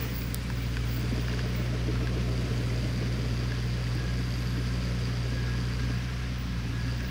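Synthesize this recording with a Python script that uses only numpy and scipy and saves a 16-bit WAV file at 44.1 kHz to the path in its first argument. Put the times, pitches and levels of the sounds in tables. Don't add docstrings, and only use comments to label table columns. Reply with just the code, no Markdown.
import sys
import numpy as np
from scipy import signal
from scipy.io import wavfile
from scipy.ndimage import uniform_filter1d, map_coordinates

SR = 44100
rng = np.random.default_rng(int(sys.argv[2]) if len(sys.argv) > 2 else 0)


def waveform_to_disk(signal):
    frames = np.transpose(np.atleast_2d(signal))
    scaled = np.clip(frames, -1, 1) * 32767
    samples = np.round(scaled).astype(np.int16)
    wavfile.write(sys.argv[1], SR, samples)


N = 313110


def gain_of(db):
    return 10 ** (np.asarray(db) / 20)


def evened(x):
    return x / np.sqrt(np.mean(x ** 2) + 1e-20)


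def curves(rows):
    times_s, *columns = np.transpose(rows)
    return [np.interp(np.arange(N) / SR, times_s, column) for column in columns]


def resonate(x, hz, width_hz):
    turn = np.exp(2j * np.pi * np.cumsum(hz * np.ones(len(x))) / SR)
    keep = np.exp(-np.pi * width_hz / SR)
    smooth = signal.lfilter([1 - keep], [1, -keep], x / turn + 1e-18)
    return 2 * (turn * smooth).real


def body(x, modes):
    out = 0
    for hz, width_hz, db in modes:
        out = out + gain_of(db) * resonate(resonate(x, hz, width_hz), hz, width_hz)
    return out


def wander(hz):
    knots = rng.standard_normal(int(N / SR * hz) + 4)
    return evened(map_coordinates(knots, [np.linspace(1, len(knots) - 2, N)], order=3))


def noise(points, size, patchy_db, flicker_db, lo_hz, hi_hz):
    frames, hz = 4 * N // size + 5, np.fft.rfftfreq(size, 1 / SR)
    real, imaginary, patches = rng.standard_normal((frames, len(hz), 3)).T
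    patches = uniform_filter1d(patches, size=10, axis=0)
    patches = evened(uniform_filter1d(patches, size=8, axis=1))
    flicker = evened(uniform_filter1d(rng.standard_normal(frames), size=3))
    points_hz, points_db = np.transpose(points)
    shape = gain_of(np.interp(np.log(hz + 1), np.log(points_hz + 1), points_db))
    change = gain_of(patchy_db * patches + flicker_db * flicker)
    spectra = (real + 1j * imaginary) * shape[:, None] * change
    sound = signal.istft(spectra, nperseg=size, noverlap=3 * size // 4)[1][:N]
    in_band = (hz > lo_hz) & (hz < hi_hz)
    share = np.sum(shape[in_band] ** 2) / np.sum(shape ** 2)
    return evened(sound) / np.sqrt(share)


# time_s, firings_per_s, first_level_db (rms), second_level_db (rms)
FIRING_BEAT = [(0, 60.2, -36.5, -35), (.3, 59.74, -35.5, -37), (.6, 59.72, -34, -35),
               (.8, 58.56, -33, -32.5), (1.05, 59.93, -33.5, -31.5), (1.5, 60.03, -34, -32),
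               (2.45, 60.13, -33, -31.3), (2.7, 59.99, -33.5, -31.5), (3.0, 60.25, -34, -31.5),
               (3.6, 60.16, -33, -32.2), (4.5, 60.19, -33.5, -32), (5.3, 60.07, -33.5, -32.5),
               (5.95, 60.33, -33, -32), (6.12, 61.91, -34.5, -35.5), (6.45, 60.48, -35, -38),
               (6.7, 58.42, -35.5, -33), (6.9, 60.05, -33, -31), (7.1, 61.42, -33, -39)]
# time_s, level_db (rms)
THIRD_TONE = [(0, -49), (.35, -45.5), (.8, -51), (1.1, -43), (2.2, -45), (2.8, -47.5), (3.6, -43),
              (5.1, -41), (5.3, -48), (5.6, -42), (5.9, -44), (7.1, -45)]
PIPE_PHASES = (0, 3.3, 4.2)
# multiple_of_firing_rate, level_db (rms)
WEAKER_TONES = [(1.5, -58), (1.75, -54), (2.75, -54), (3.25, -57), (4, -57), (4.5, -57), (6, -60),
                (6.5, -64), (7, -62), (7.5, -62), (9, -64), (9.75, -66)]


def exhaust():
    hz, first_db, second_db = curves(FIRING_BEAT)
    angle = 2 * np.pi * np.cumsum(hz + .15 * wander(4)) / SR
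    firing = angle + .11 * np.sin(angle / 4)
    first_db = first_db + 0.89 * wander(7)
    second_db = second_db + 0.41 * wander(9)
    third_db = curves(THIRD_TONE)[0] + 2.1 * wander(7)
    out = np.zeros(N)
    for k, db, phase in zip((1, 2, 3), (first_db, second_db, third_db), PIPE_PHASES):
        out += gain_of(db) * np.cos(k * firing + phase)
    shared_db = first_db - first_db.mean()
    for k, db in WEAKER_TONES:
        level = gain_of(db + shared_db + 2.74 * wander(3))
        out += level * np.cos(k * angle + 2 * np.pi * rng.random())
    return np.sqrt(2) * out


# share_of_period, level_db (relative)
TICK_PLACES = [(.28, 0), (.53, -8), (.84, -2.5)]
# pitch_hz, width_hz (each pass), level_db (relative)
FUEL_GEAR = [(4720, 130, -2), (4770, 620, 0), (3300, 1200, -13), (6000, 1500, -15)]
# time_s, level_db (rms)
TICK_LEVEL = [(0, -68), (.2, -54), (.5, -58.5), (.9, -53.5), (1.4, -53), (1.6, -59), (2.1, -60),
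              (2.4, -51.5), (3.8, -51.5), (4.08, -52), (4.26, -50), (4.6, -53), (5.3, -50), (6, -55),
              (6.5, -61), (6.92, -51), (7.1, -61)]


def injectors():
    turns = np.cumsum(curves(FIRING_BEAT)[0]) / SR
    shape = (int(turns[-1]) + 2, len(TICK_PLACES))
    strength = gain_of(2.0 * rng.standard_normal(shape)) * rng.choice([-1, 1], shape)
    drive, hiss = np.zeros(N), rng.standard_normal(N)
    for k, (place, db) in enumerate(TICK_PLACES):
        stroke = np.floor(turns - place).astype(int)
        click = np.diff(stroke, prepend=stroke[0])
        puff = hiss * np.exp(-(turns - place - stroke) / .04)
        drive += gain_of(db) * strength[stroke, k] * (6 * click + puff)
    return gain_of(curves(TICK_LEVEL)[0] + .8 * wander(11)) * evened(body(drive, FUEL_GEAR))


# pitch_hz (at the average firing rate), level_db (rms before the blur)
PUMP_TONES = [(262, -57), (524, -62), (706, -66), (1049, -63.5), (1309, -62.5), (2508, -79)]


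def pump():
    hz = curves(FIRING_BEAT)[0]
    angle = 2 * np.pi * np.cumsum(hz / hz.mean()) / SR
    out = np.zeros(N)
    for tone_hz, db in PUMP_TONES:
        blur = gain_of(2.5 * wander(7)) * np.exp(1.3j * wander(14))
        out += np.sqrt(2) * gain_of(db) * (blur * np.exp(1j * tone_hz * angle)).real
    return out


def blow(modes, burst_s, rough):
    t = np.arange(3000) / SR
    burst = rough * rng.standard_normal(len(t)) * np.exp(-t / burst_s)
    sound = body(signal.unit_impulse(len(t)) + burst, modes)
    return sound / abs(sound).max()


# start_s, level_db (peak), pitch_hz
STEM_THUDS = [(0.06, -32, 275), (0.378, -40, 262), (0.516, -29.5, 238), (0.981, -30, 251),
              (1.124, -26.5, 244), (2.104, -30, 259), (2.845, -29, 300), (3.419, -30, 242),
              (3.954, -32, 292), (4.191, -33, 263), (4.38, -33, 266), (4.578, -30.5, 268),
              (5.256, -34, 404), (5.585, -32, 297), (5.898, -30, 250), (5.968, -48, 247),
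              (6.497, -34.5, 233), (6.734, -34, 265)]
# multiple_of_pitch, width_hz (each pass), level_db (relative)
STEM_MODES = [(1, 75.5, 12.5), (1.55, 91, -2), (2.3, 120, -13)]


def thuds():
    out = np.zeros(N + 3000)
    for start_s, db, hz in STEM_THUDS:
        thud = blow([(hz * k, w, d) for k, w, d in STEM_MODES], burst_s=0.0063, rough=0.059)
        out[round(start_s * SR):][:3000] += gain_of(db) * thud
    return out[:N]


# start_s, level_db (peak of the ring), pitch_hz, brightness_db (edge against ring)
WOOD_KNOCKS = [(0.052, -33.5, 1370, -16), (0.218, -34, 2240, 1), (0.501, -26, 1560, -8),
               (0.769, -25.5, 1630, -8), (1.283, -26, 1510, -15), (1.295, -32, 2850, -11),
               (1.32, -42, 1010, -18), (1.337, -30, 1590, -18), (1.392, -26, 1710, -8),
               (1.551, -32, 2160, -5), (1.956, -33, 1380, -14), (2.072, -27, 1740, -6),
               (2.132, -39, 1300, -3), (2.67, -37, 1310, -9), (2.701, -32, 2060, -8),
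               (2.844, -34, 2850, -14), (3.52, -29.5, 1680, -4), (3.869, -35, 1950, -19),
               (4.569, -38, 1260, -17), (5.48, -35, 1310, -22), (5.833, -35.5, 1660, -8),
               (7.006, -31, 1670, -4)]
# multiple_of_pitch, width_hz (each pass), level_db (relative)
WOOD_MODES = [(1, 420, 0), (.62, 400, -9), (1.5, 600, -9)]


def knocks():
    out = np.zeros(N + 3000)
    for start_s, db, hz, bright_db in WOOD_KNOCKS:
        ring = blow([(hz * k, w, d) for k, w, d in WOOD_MODES], burst_s=0.004, rough=0.085)
        edge = gain_of(bright_db) * blow([(4800, 2200, 0)], burst_s=0.0015, rough=0.54)
        out[round(start_s * SR):][:3000] += gain_of(db) * (ring + edge)
    return out[:N]


# start_s, level_db (peak), pitch_hz, width_hz (scaled for each resonance below)
TWIG_SNAPS = [(.011, -46, 10000, 2500), (.034, -42, 11000, 4000), (.164, -31, 10800, 1500),
              (.170, -44, 9500, 2500), (0.213, -29, 6500, 4000), (0.3454, -7, 9850, 4800),
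              (.543, -46, 12500, 3000), (.87, -44, 12500, 3000), (3.519, -46, 6500, 3000),
              (3.602, -43, 7000, 2500), (3.953, -36, 8500, 2000), (5.947, -41, 7000, 3000),
              (6.724, -45, 7000, 3000), (7.006, -46, 7000, 3000)]
# multiple_of_pitch, multiple_of_width, level_db (relative)
TWIG_MODES = [(1, 1, 7), (.53, .5, 2.5), (1.5, 1, 7)]


def snaps():
    out = np.zeros(N + 3000)
    for start_s, db, hz, width_hz in TWIG_SNAPS:
        snap = blow([(hz * k, width_hz * w, d) for k, w, d in TWIG_MODES], burst_s=0.0015, rough=0.035)
        out[round(start_s * SR):][:3000] += gain_of(db) * snap
    return out[:N]


# time_s, level_db (before the changes for each tone)
PAD_CLANKS = [(1.02, -41), (1.16, -38), (1.30, -38.5), (1.44, -37.5), (1.579, -38.5), (1.73, -36),
              (1.87, -34), (2.01, -36), (2.151, -34.5), (2.285, -37.5), (2.43, -38), (2.58, -37.5),
              (2.71, -41), (2.86, -40), (2.995, -38.5), (3.16, -43), (3.32, -47), (3.486, -41), (3.64, -44),
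              (3.87, -55), (4.01, -50)]
# pitch_hz, delay_s, level_db (relative)
PAD_TONES = [(623.6, 0.0019, -6.5), (440.2, .026, -1), (297.2, 0.023, -0.5)]
# pitch_hz, width_hz (each pass), level_db (relative)
LITTER = [(302, 150, 4), (472, 250, -7)]
CRUNCH_DB = -5


def tracks():
    out, t = np.zeros(N + SR), np.arange(4000) / SR
    middle = t.mean()
    swell = np.exp(-((t - middle) / 0.011) ** 2)
    crunch_swell = np.exp(-((t - middle) / 0.023) ** 2)
    crunch = evened(body(rng.standard_normal(N + SR), LITTER))
    for (time_s, db), chance in zip(PAD_CLANKS, rng.random((len(PAD_CLANKS), 9))):
        at = round((time_s + .022 - middle) * SR)
        out[at:][:4000] += gain_of(db + CRUNCH_DB) * crunch[at:][:4000] * crunch_swell
        for k, (hz, delay_s, tone_db) in enumerate(PAD_TONES):
            detuned_hz = hz * (1 + 0.057 * (chance[k] - .5))
            ring = np.sin(2 * np.pi * (detuned_hz * t + chance[3 + k]))
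            peak = gain_of(db + tone_db + 4.6 * (chance[6 + k] - .5))
            out[round((time_s + delay_s - middle) * SR):][:4000] += peak * swell * ring
    return out[:N]


# start_s, swell_s, level_db (rms at the top of the swell), fall_db_per_s
SQUEAL_TIMES = [(.004, 0.008, -40.5, 200), (.09, .098, -41, 250), (.21, .024, -40, 240),
                (.344, .004, -55, 200), (.5, 0.076, -52, 450), (.59, .035, -51, 160),
                (.785, .012, -64, 300), (.856, .11, -44, 230), (1.118, .01, -60, 500),
                (1.197, .01, -54, 110), (1.447, .035, -59, 170), (1.55, .017, -46, 220),
                (2.2, .045, -71, 300), (2.286, .01, -67, 200), (3.642, .024, -64, 230),
                (3.949, .02, -62, 280), (5.937, .03, -67, 150), (6.314, .014, -68, 500),
                (6.376, .008, -54, 160), (6.926, .01, -68, 160), (6.966, .01, -56, 400),
                (7.02, .08, -54, 200)]
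# pitch_hz, width_hz (each pass), level_db (relative)
SQUEAL_BANDS = [(15230, 150, 0), (15400, 330, -5), (15620, 200, -10), (14600, 900, -22)]
SQUEAL_RISE_DB = 11


def squeals():
    t, level = np.arange(N) / SR, np.zeros(N)
    for start_s, swell_s, db, fall_db in SQUEAL_TIMES:
        first = round(start_s * SR)
        part = slice(first, first + SR // 2)
        since_peak = t[part] - start_s - swell_s
        slope_db = np.minimum(SQUEAL_RISE_DB * since_peak / swell_s, -fall_db * since_peak)
        level[part] = np.maximum(level[part], gain_of(db + slope_db))
    band = resonate(rng.standard_normal(N), 15350, 700)
    return level * gain_of(1.5 * wander(60)) * evened(body(band, SQUEAL_BANDS))


# start_s, end_s, first_pitch_hz, last_pitch_hz, level_db (rms before the fades)
WHINE_SPELLS = [(0.049, .2, 2040, 2080, -55.5), (.41, .47, 2310, 2310, -54), (.56, .66, 2330, 2310, -54),
                (.79, 0.862, 2300, 2300, -55), (1.45, 1.7, 2200, 2210, -57),
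                (3.926, 4.216, 1650, 1627, -51), (4.391, 4.75, 1630, 1580, -56.5),
                (5.206, 5.7, 1640, 1654, -51), (5.752, 6.3, 1625, 1610, -57),
                (6.71, 7.1, 1680, 1630, -52.5)]


def whines():
    out = np.zeros(N + SR)
    for start_s, end_s, first_hz, last_hz, db in WHINE_SPELLS:
        count = round((end_s - start_s) * SR)
        glide_hz = np.linspace(first_hz, last_hz, count)
        tone = evened(body(rng.standard_normal(SR)[:count], [(glide_hz, 25, 0)]))
        out[round(start_s * SR):][:count] += gain_of(db) * tone * signal.windows.tukey(count, .15)
    return out[:N]


# (per Hz, relative)
FLAIL_COLOUR = [(200, -44), (290, -9), (350, 0), (450, -1.5), (540, -5.5), (650, -9), (760, -15),
                (950, -60)]
# time_s, level_db (rms from 340 to 750 Hz)
FLAIL_LEVEL = [(0, -44), (.2, -51), (.75, -50), (1.05, -44.5), (2.5, -44.5), (3.05, -44.5), (3.7, -47.5),
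               (5.15, -48), (5.35, -47.5), (5.9, -50.5), (6.2, -52), (7.1, -52)]


def flails():
    sound = noise(FLAIL_COLOUR, size=1024, patchy_db=1.2, flicker_db=.8, lo_hz=340, hi_hz=750)
    return gain_of(curves(FLAIL_LEVEL)[0] + 0.75 * wander(9)) * sound


# (per Hz, relative)
RUMBLE_COLOUR = [(28, -40), (40, -4), (50, -18), (80, -6.5), (125, -7.5), (200, -6), (280, -8.5),
                 (340, -23.5), (420, -51.5)]
# time_s, level_db (rms from 200 to 340 Hz)
RUMBLE_LEVEL = [(0, -43), (1.3, -43), (1.6, -44.5), (2, -42), (3.3, -41), (3.8, -45), (5.0, -44.5),
                (5.7, -43.5), (6.3, -46), (6.57, -42.5), (7.1, -45)]


def rumble():
    sound = noise(RUMBLE_COLOUR, size=4096, patchy_db=0.5, flicker_db=0.3, lo_hz=200, hi_hz=340)
    return gain_of(curves(RUMBLE_LEVEL)[0] + 0.76 * wander(9)) * sound


# (per Hz, relative)
FAN_COLOUR = [(500, -48), (700, -7), (850, -8.5), (1040, -3.5), (1190, -5), (1630, -3), (2300, -4),
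              (3000, -6.5), (3930, -9.5), (4700, -10), (5400, -10.5), (6300, -15.5), (7500, -46),
              (9000, -58)]
# time_s, level_db (rms from 800 to 4000 Hz)
FAN_LEVEL = [(0, -42.5), (.2, -46), (1.0, -44.5), (1.3, -44), (2.2, -44.5), (3.1, -44.5), (4, -45),
             (5, -44.5), (6, -44.5), (6.6, -46), (7.1, -45)]


def fan_roar():
    sound = noise(FAN_COLOUR, size=512, patchy_db=0.84, flicker_db=0.51, lo_hz=800, hi_hz=4000)
    return gain_of(curves(FAN_LEVEL)[0]) * sound


# time_s, level_db (rms before its drift)
HOUSING_LEVEL = [(0, -77), (3.2, -70), (3.5, -59), (4.3, -62.5), (5.3, -58.5), (6.5, -58), (7.1, -56)]


def housing_ring():
    ring = evened(body(rng.standard_normal(N), [(1650, 110, 0)]))
    return gain_of(curves(HOUSING_LEVEL)[0] + 2.5 * wander(4)) * ring


# (per Hz, relative)
AIR_COLOUR = [(5000, -18), (6500, 18), (7500, 15.5), (10000, 12.5), (11800, 8), (13500, 6), (15800, 4),
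              (16100, -70)]
# time_s, level_db (rms from 7000 to 13000 Hz)
AIR_LEVEL = [(0, -56.5), (.5, -60.5), (.9, -58.5), (2, -62.5), (2.4, -59.5), (3.3, -61.5), (4.7, -60.5),
             (5.5, -62.5), (5.9, -61.5), (6.5, -65), (6.9, -62.5), (7.1, -64)]


def air_hiss():
    sound = noise(AIR_COLOUR, size=512, patchy_db=.9, flicker_db=.8, lo_hz=7000, hi_hz=13000)
    return gain_of(curves(AIR_LEVEL)[0] + 0.43 * wander(9)) * sound


HISS_S, HISS_LENGTH_S, HISS_DB, HISS_HZ = 4.14, 0.58, -65, 11800


def thin_hiss():
    share = np.clip((np.arange(N) / SR - HISS_S) / HISS_LENGTH_S, 0, 1)
    sound = evened(body(rng.standard_normal(N), [(HISS_HZ, 700, 0)]))
    return gain_of(HISS_DB) * np.sin(np.pi * share) * sound


def scene():
    engine = exhaust() + injectors() + pump()
    wood = thuds() + knocks() + snaps()
    passing_sounds = tracks() + squeals() + whines()
    background = flails() + rumble() + fan_roar() + housing_ring() + air_hiss() + thin_hiss()
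    return (engine + wood + passing_sounds + background)[None]


EDGE_HZ = 15800


def record(dry):
    bass_cut = signal.butter(2, 33, "high", fs=SR, output="sos")
    dry = signal.sosfiltfilt(bass_cut, dry)
    band_limit = signal.firwin(1023, EDGE_HZ, window=("kaiser", 9), fs=SR)
    return signal.oaconvolve(dry, band_limit[None], "same")


dry = scene()
out = record(dry)
waveform_to_disk(out)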